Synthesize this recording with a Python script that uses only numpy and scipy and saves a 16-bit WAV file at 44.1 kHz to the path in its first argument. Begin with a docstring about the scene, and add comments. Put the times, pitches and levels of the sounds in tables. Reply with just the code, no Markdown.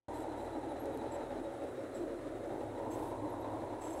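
"""A six-cylinder engine roars softly just above idle, heard inside a vehicle creeping along a dirt road.
Its firings hum and clatter through the wall of the cabin. A panel throbs once per engine cycle,
and a belt twitters once per turn. Underneath, the tyres rumble and knock over ruts and the body booms.
Now and then something in the cabin rubs and gives a thin, high squeak."""
import sys
import numpy as np
from scipy import signal
from scipy.fft import rfft, irfft
from scipy.io import wavfile
from scipy.ndimage import uniform_filter1d

SR = 44100
rng = np.random.default_rng(int(sys.argv[2]) if len(sys.argv) > 2 else 0)


def digitize_waveform(pressure):
    """Quantize a signal to 16-bit integers and store it at the path in sys.argv[1].

    Rows of a 2-D input are taken as channels; values are limited to [-1, 1].
    """
    field = np.atleast_2d(pressure).T
    bounded = np.clip(field, -1, 1)
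    quanta = np.round(bounded * 32767).astype(np.int16)
    wavfile.write(sys.argv[1], SR, quanta)


N = 176400  # 4 seconds
CYLINDERS = 6


# Where the roar's treble ends, and how loud the roar is: time_s, edge_hz, level_db
ROAR = [(.1, 997, -40), (.43, 975, -39.5), (.5, 990, -44), (.56, 946, -39.5), (.78, 890, -40),
        (.92, 916, -41), (1.2, 990, -39), (1.32, 880, -41.5), (1.42, 906, -40.5), (1.56, 870, -43.5),
        (1.66, 820, -41.5), (1.72, 820, -48), (1.8, 790, -48.5), (1.88, 640, -45.5), (2.02, 705, -41),
        (2.22, 693, -42), (2.42, 720, -40), (2.5, 940, -41.5), (2.72, 900, -42), (2.86, 1060, -40),
        (3.2, 1110, -40), (3.36, 1100, -38), (3.6, 1120, -40), (3.78, 1000, -41.5), (4, 1090, -38)]
# The roar's tone, from low to high: pitch_hz, gain_db
ROAR_TONE = [(50, -33), (150, -13), (205, -16), (260, -.5), (325, 3.5), (400, -4), (470, -2.5), (540, -1.5),
             (660, -2.5), (790, -3.5), (930, -1.5), (1200, -14.5)]
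def roar(t, pulses):
    """The firings make pulsing noise that turns brighter and duller as its upper edge moves."""
    edge_hz, level_db = curve(ROAR, t)
    sound = colour(noise() * pulses, ROAR_TONE)
    hz, times, slices = signal.stft(sound, SR, nperseg=1024)
    share = hz[:, None] / np.interp(times, t, edge_hz)  # 1 at the edge
    peak = undb(2 * np.exp(-((share - .92) / .13) ** 2))  # a small lift just under the edge
    cutoff = 1 / np.sqrt(1 + share ** 50)
    return signal.istft(slices * peak * cutoff, SR)[1][:N] * undb(level_db)


# The clatter's tone: pitch_hz, gain_db
CLATTER_TONE = [(50, -24), (300, 4), (800, 1), (960, -1.5), (1120, -1), (1300, 2), (1550, -3), (1950, -4),
                (2300, -10.5), (3100, -15.5), (3800, -12.5), (4600, -22.5), (9000, -25.5), (15000, -40)]
def clatter(pulses, firing_hz):
    """The firings also make a lighter, brighter noise, louder when the engine runs faster."""
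    sound = colour(noise() * pulses, CLATTER_TONE)
    level_db = -55 + .37 * (firing_hz - firing_hz.mean()) + .47 * wander(4.8)
    return sound * undb(level_db)


# How hard each cylinder fires, one value each: gain_db
CYLINDER_DB = [-0.45, -1.06, -0.47, 1, -0.27, -0.47]
def combustion(t, firings, firing_hz):
    """Each firing, a little stronger or weaker than the last, sets off roar and clatter."""
    roar_fade_s, clatter_fade_s = .12, .15
    count = firings.astype(int)
    strength = undb(np.array(CYLINDER_DB)[count % CYLINDERS] + noise()[count])
    age_s = (firings % 1) / firing_hz  # time since the last firing
    roar_pulses = strength * np.exp(-age_s / roar_fade_s)
    clatter_pulses = strength * np.exp(-age_s / clatter_fade_s)
    return roar(t, roar_pulses) + clatter(clatter_pulses, firing_hz)


# Hum levels at 1, 2 and 3 times the firing rate: time_s, first_db, second_db, third_db
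HUM = [(.1, -62, -62, -57.5), (1.15, -62.5, -60.5, -62.5), (1.42, -59, -69, -83), (1.6, -79, -62, -69),
       (1.84, -78, -78, -60), (2.0, -59.5, -78, -71), (2.35, -61, -66, -60), (2.5, -64, -68, -55.5),
       (2.75, -64, -68, -59.5), (3.2, -61, -60, -58.5), (3.45, -69, -68, -52), (3.7, -62, -69, -58),
       (4, -65, -62, -61)]
def hum(t, firings):
    """The firings fill the cabin with three low tones; the highest swells once per engine cycle."""
    tones = []
    for multiple, level_db in enumerate(curve(HUM, t), start=1):
        gain = undb(level_db + 1.4 * wander(14))
        tones.append(gain * np.sqrt(2) * np.sin(2 * np.pi * (multiple * firings + rng.random())))
    first, second, third = tones
    return first + second + third * swell(firings / CYLINDERS, peak_at=.14, depth_db=3.5)


THROB_AT = .62  # how far through each engine cycle the panel is loudest
# How loud the panel is, throb aside: time_s, level_db
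PANEL = [(.1, -54.5), (.4, -54), (.7, -53), (.86, -48), (1.8, -49), (1.95, -55), (2.1, -53), (2.28, -53),
         (2.44, -51), (2.65, -53.5), (4, -56.5)]
def panel(t, cycles):
    """The engine shakes a panel, whose ringing swells once per cycle."""
    ringing = tone(hz=560 + 12 * wander(60))
    throb = swell(cycles, THROB_AT, depth_db=8.5)
    return ringing * throb * undb(curve(PANEL, t)[0] + wander(40.9))


# The belt's slow drift in pitch and loudness: time_s, pitch_shift_hz, level_db
BELT = [(.1, 80, -73), (.32, 80.5, -71.5), (.65, 20, -73.5), (.97, -10, -73), (1.3, -80, -73.5),
        (1.7, -40, -78), (2.05, 70, -76), (2.4, -39, -79.5), (3.35, 30, -75.5), (4, 8, -84)]
def belt(t, turns):
    """The belt twitters once per engine turn; each twitter has its own strength and falling pitch."""
    pitch_hz, fall_hz, peak_at = 3940, 70.5, .98
    shift_hz, level_db = curve(BELT, t)
    turn, progress = np.divmod(turns - peak_at + 1.5, 1)  # loudest at progress 0.5
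    own_pitch, own_level = rng.standard_normal((int(turn[-1]) + 1, 2))[turn.astype(int)].T
    hz = pitch_hz + shift_hz + 55 * own_pitch - fall_hz * (progress - .5)
    whistle = tone(hz + 40 * wander(18) + 85 * wander(600))  # a slow waver and a fast, rough one
    gain = undb(level_db + 1.5 * own_level + 2 * wander(200))
    return whistle * swell(turns, peak_at, depth_db=6) * gain


# The tone of the tyres' rumble: pitch_hz, gain_db
RUMBLE_TONE = [(22, -48), (52, -31), (66, -13), (92, -6), (118, -6.5), (140, -8), (155, -23.5), (168, -35),
               (185, -25), (210, -11.5), (300, 1), (430, -3), (600, -4.5), (820, -15), (1000, -16.5),
               (1150, -24.5), (3000, -50)]
# The tone of the hiss and the grit: pitch_hz, gain_db
HISS_TONE = [(1500, 16), (3300, 1.5), (4700, -3), (6800, 4), (8000, 8), (9000, 4), (10300, 8), (11200, -3),
             (13000, -6), (15500, -48)]
def tyres():
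    """Tyres rumble on packed dirt and crackle over fine grit, under a faint hiss."""
    rumble_db, hiss_db, grit_db, grains_per_s = -46.5, -66, -74.5, 170
    rumble = colour(noise(), RUMBLE_TONE) * undb(rumble_db + 2.3 * wander(7.12))
    hiss = colour(noise(), HISS_TONE) * undb(hiss_db + .8 * wander(29.7))
    struck = rng.random(N) < grains_per_s / SR
    grains = struck * np.sign(noise()) * undb(2.5 * noise())
    return rumble + hiss + colour(grains, HISS_TONE) * undb(grit_db)


# Knocks from the ruts: start_s, level_db
RUTS = [(0.529, -44.5), (1.134, -40), (1.363, -38), (1.645, -39), (1.781, -43.5), (1.893, -42.5),
        (2.261, -43), (2.431, -42.5)]
# The tone of a knock: pitch_hz, gain_db
RUT_TONE = [(100, -28), (220, -15), (320, 10.5), (560, 5), (760, -5), (1000, -15), (2000, -26.5),
            (15000, -62)]
def ruts(t):
    """A tyre hits a rut with a short, dull knock."""
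    return hits(t, RUTS, RUT_TONE, fade_s=.015)


# Low booms of the vehicle's body: start_s, length_s, pitch_hz, level_db
BOOMS = [(0.279, 0.029, 332, -43), (0.667, 0.026, 323.4, -42), (0.73, 0.037, 312, -45),
         (0.83, 0.25, 440, -49), (0.888, .035, 319.7, -46), (0.958, 0.035, 305, -42),
         (1.993, 0.052, 349.8, -42), (2.055, 0.14, 356.6, -48), (2.995, 0.042, 324.3, -45),
         (3.22, 0.044, 312, -42), (3.55, 0.026, 335, -44), (3.738, .03, 315, -45),
         (3.863, 0.075, 327.9, -44)]
def booms(t):
    """The body booms briefly as it rides over uneven ground."""
    return sum(burst(t, start_s, length_s) * undb(level_db) * tone(pitch_hz + 14 * wander(80))
               for start_s, length_s, pitch_hz, level_db in BOOMS)


# Squeaks in the cabin: start_s, length_s, ring_db, scrape_db
SQUEAKS = [(0.136, 0.1, -69, -64.5), (0.37, 0.1, -73.5, -70), (1.117, 0.047, -62, -66),
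           (1.945, 0.034, -63, -65), (1.977, 0.059, -71.5, -72), (2.908, 0.049, -62, -61),
           (2.952, 0.17, -81, -65), (3.813, 0.14, -59.5, -61), (3.955, .06, -68, -63.5)]
# The high notes that every squeak rings with: pitch_hz, width_hz, gain_db
SQUEAK_NOTES = [(7460, 110, -9), (7650, 24, -1.5), (7760, 180, -1)]
def squeaks(t):
    """Something in the cabin rubs briefly, making a gritty scrape and a high ring."""
    ringing = unit(sum(undb(db) * ring(hz, width_hz) for hz, width_hz, db in SQUEAK_NOTES))
    grit = scrape_grit()
    sound = np.zeros(N)
    for start_s, length_s, ring_db, scrape_db in SQUEAKS:
        scrape = grit + undb(-5) * scrape_overtones()
        sound += burst(t, start_s, length_s) * (undb(ring_db) * ringing + undb(scrape_db) * scrape)
    return sound


# The tone of the scraping: pitch_hz, gain_db
SCRAPE_TONE = [(2000, 16), (3500, 12.5), (4700, 7), (7000, 5), (8000, 14), (8800, 13), (10500, 1),
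               (11600, -1), (13000, -2), (15500, -4)]
def scrape_grit():
    """Rubbing makes a noise whose level flickers fast, so it sounds grainy."""
    return colour(noise() * undb(2.8 * wander(400)), SCRAPE_TONE)


# Thin, high notes within the scraping: pitch_hz, gain_db
SCRAPE_NOTES = [(5400, -2), (6400, 0), (8930, -1), (9350, -2), (9900, -2), (10430, 2), (10650, 0),
                (10950, -1), (11230, 0), (11600, -1), (11850, -3), (12300, -4), (12900, -4), (13400, -6),
                (14200, -9), (15500, -9)]
def scrape_overtones():
    """One rub rings with many thin notes, tuned and balanced a little differently each time."""
    width_hz, scatter_db, detune = 38, 4, .008
    hz = np.fft.rfftfreq(N, 1 / SR)
    peaks = 0
    for pitch_hz, gain_db in SCRAPE_NOTES:
        gain = undb(gain_db + scatter_db * rng.standard_normal())
        centre_hz = pitch_hz * (1 + detune * rng.standard_normal())
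        peaks += gain / (1 + ((hz - centre_hz) / width_hz) ** 2)
    return unit(irfft(rfft(noise()) * peaks, N))


# Faint high tones: start_s, length_s, pitch_hz, level_db
HIGH_TONES = [(0.684, .04, 10500, -72), (0.793, 0.053, 11520, -68.5), (0.927, .04, 11520, -77),
              (1.56, .022, 10500, -80), (1.78, .04, 5450, -76), (2.899, 0.055, 6390, -69),
              (2.967, 0.12, 10430, -76), (3.293, 0.02, 11520, -65), (3.318, .03, 10430, -74),
              (3.397, .035, 11520, -76)]
def high_tones(t):
    """Brief, faint, thin high tones, each on one pitch."""
    return sum(burst(t, start_s, length_s) * undb(level_db) * ring(pitch_hz, width_hz=63)
               for start_s, length_s, pitch_hz, level_db in HIGH_TONES)


# Faint ticks: start_s, level_db
TICKS = [(.857, -52), (.974, -51)]
# The tone of a tick: pitch_hz, gain_db
TICK_TONE = [(2000, -11), (4500, 0), (7500, -6), (8500, 1), (12000, -4), (15500, -10)]
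def ticks(t):
    """Tiny, dry clicks die away almost at once."""
    return hits(t, TICKS, TICK_TONE, fade_s=.0014)


def cabin(sound):
    """Echoes in the cabin partly cancel one low pitch at the seat (a standing wave)."""
    pitch_hz, width_hz, dip_db = 160, 16, -4.5
    hz = np.fft.rfftfreq(N, 1 / SR)
    dip = undb(dip_db * np.exp(-((hz - pitch_hz) / width_hz) ** 2))
    return irfft(rfft(sound) * dip, N)


def undb(db):
    """Turn decibels into a number to multiply by."""
    return 10 ** (np.asarray(db) / 20)


def unit(x):
    """Scale a signal to an average strength (rms) of 1."""
    return x / np.sqrt(np.mean(x ** 2))


def curve(table, t):
    """Join a table's rows with straight lines in time; one curve per value column."""
    times, *columns = np.array(table).T
    return [np.interp(t, times, column) for column in columns]


def noise():
    """An even hiss: white noise."""
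    return rng.standard_normal(N)


def wander(per_s):
    """A smooth random wobble, about 1 in size."""
    step = int(SR / per_s)
    stairs = noise()[np.arange(N) // step]
    return unit(uniform_filter1d(uniform_filter1d(stairs, step), step))


def colour(sound, tone_table):
    """Shape a sound's bass and treble with a tone table; strength 1."""
    pitch_hz, gain_db = np.array(tone_table).T
    hz = np.maximum(np.fft.rfftfreq(N, 1 / SR), 1)
    gain = undb(np.interp(np.log(hz), np.log(pitch_hz), gain_db))
    return unit(irfft(rfft(sound) * gain, N))


def tone(hz):
    """A pure tone that follows a moving pitch; strength 1."""
    return np.sqrt(2) * np.sin(2 * np.pi * np.cumsum(hz) / SR)


def ring(pitch_hz, width_hz):
    """Noise narrowed until it rings around one pitch; strength 1."""
    hz = np.fft.fftfreq(N, 1 / SR)
    flutter = np.fft.ifft(np.fft.fft(noise()) / (1 + 1j * hz / width_hz * np.sqrt(2)) ** 2)
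    return unit(np.real(flutter * np.exp(2j * np.pi * pitch_hz * np.arange(1, N + 1) / SR)))


def swell(turns, peak_at, depth_db):
    """A gain that rises and falls once per turn; a negative depth turns the peak into a dip."""
    return unit(undb(depth_db * np.cos(2 * np.pi * (turns - peak_at))))


def burst(t, start_s, length_s, ramp_s=.014):
    """A gain that rises, holds and falls."""
    return np.clip(np.minimum(t - start_s, start_s + length_s - t) / ramp_s + .5, 0, 1)


def hits(t, table, tone_table, fade_s):
    """Bursts of noise that start suddenly and die away."""
    gain = sum(undb(db) * (t >= start_s) * np.exp(-np.abs(t - start_s) / fade_s) for start_s, db in table)
    return colour(noise() * gain, tone_table) * np.sqrt(np.mean(gain ** 2))


# Engine speed, as firings per second: time_s, firing_hz
ENGINE_SPEED = [(0.1, 37.9), (0.59, 38.3), (1.15, 41.2), (1.53, 37.6), (1.93, 36.7), (2.04, 37.3),
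                (2.49, 35.1), (3.12, 36.1), (3.68, 35.4), (4.0, 37.6)]
# How much the roar and clatter rise and fall in each engine cycle: time_s, depth_db
ENGINE_SWAY = [(.1, -0.7), (1.2, 0.1), (1.75, 0.5), (2.45, -0.3), (3, -0.2)]
def scene():
    """Engine speed drives every turning part; the road and squeaks go their own way."""
    t = np.arange(N) / SR
    firing_hz = curve(ENGINE_SPEED, t)[0]
    firings = np.cumsum(firing_hz) / SR
    cycles = firings / CYLINDERS  # in one cycle, every cylinder fires once
    sway = swell(cycles, THROB_AT, depth_db=curve(ENGINE_SWAY, t)[0])
    engine = hum(t, firings) + combustion(t, firings, firing_hz) * sway
    engine += panel(t, cycles) + belt(t, turns=2 * cycles)
    background = ruts(t) + ticks(t) + tyres() + booms(t) + squeaks(t) + high_tones(t)
    return cabin(engine + background)[None]


def record(dry):
    """The sound comes in after a near-silent moment, with its very highest treble cut away."""
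    start_s, top_hz = .082, 15700
    fade_in = np.clip((np.arange(N) / SR - start_s) / .002, .002, 1)
    treble_cut = signal.ellip(12, .2, 70, top_hz, fs=SR, output="sos")
    return signal.sosfilt(treble_cut, dry * fade_in)


dry = scene()
out = record(dry)
digitize_waveform(out)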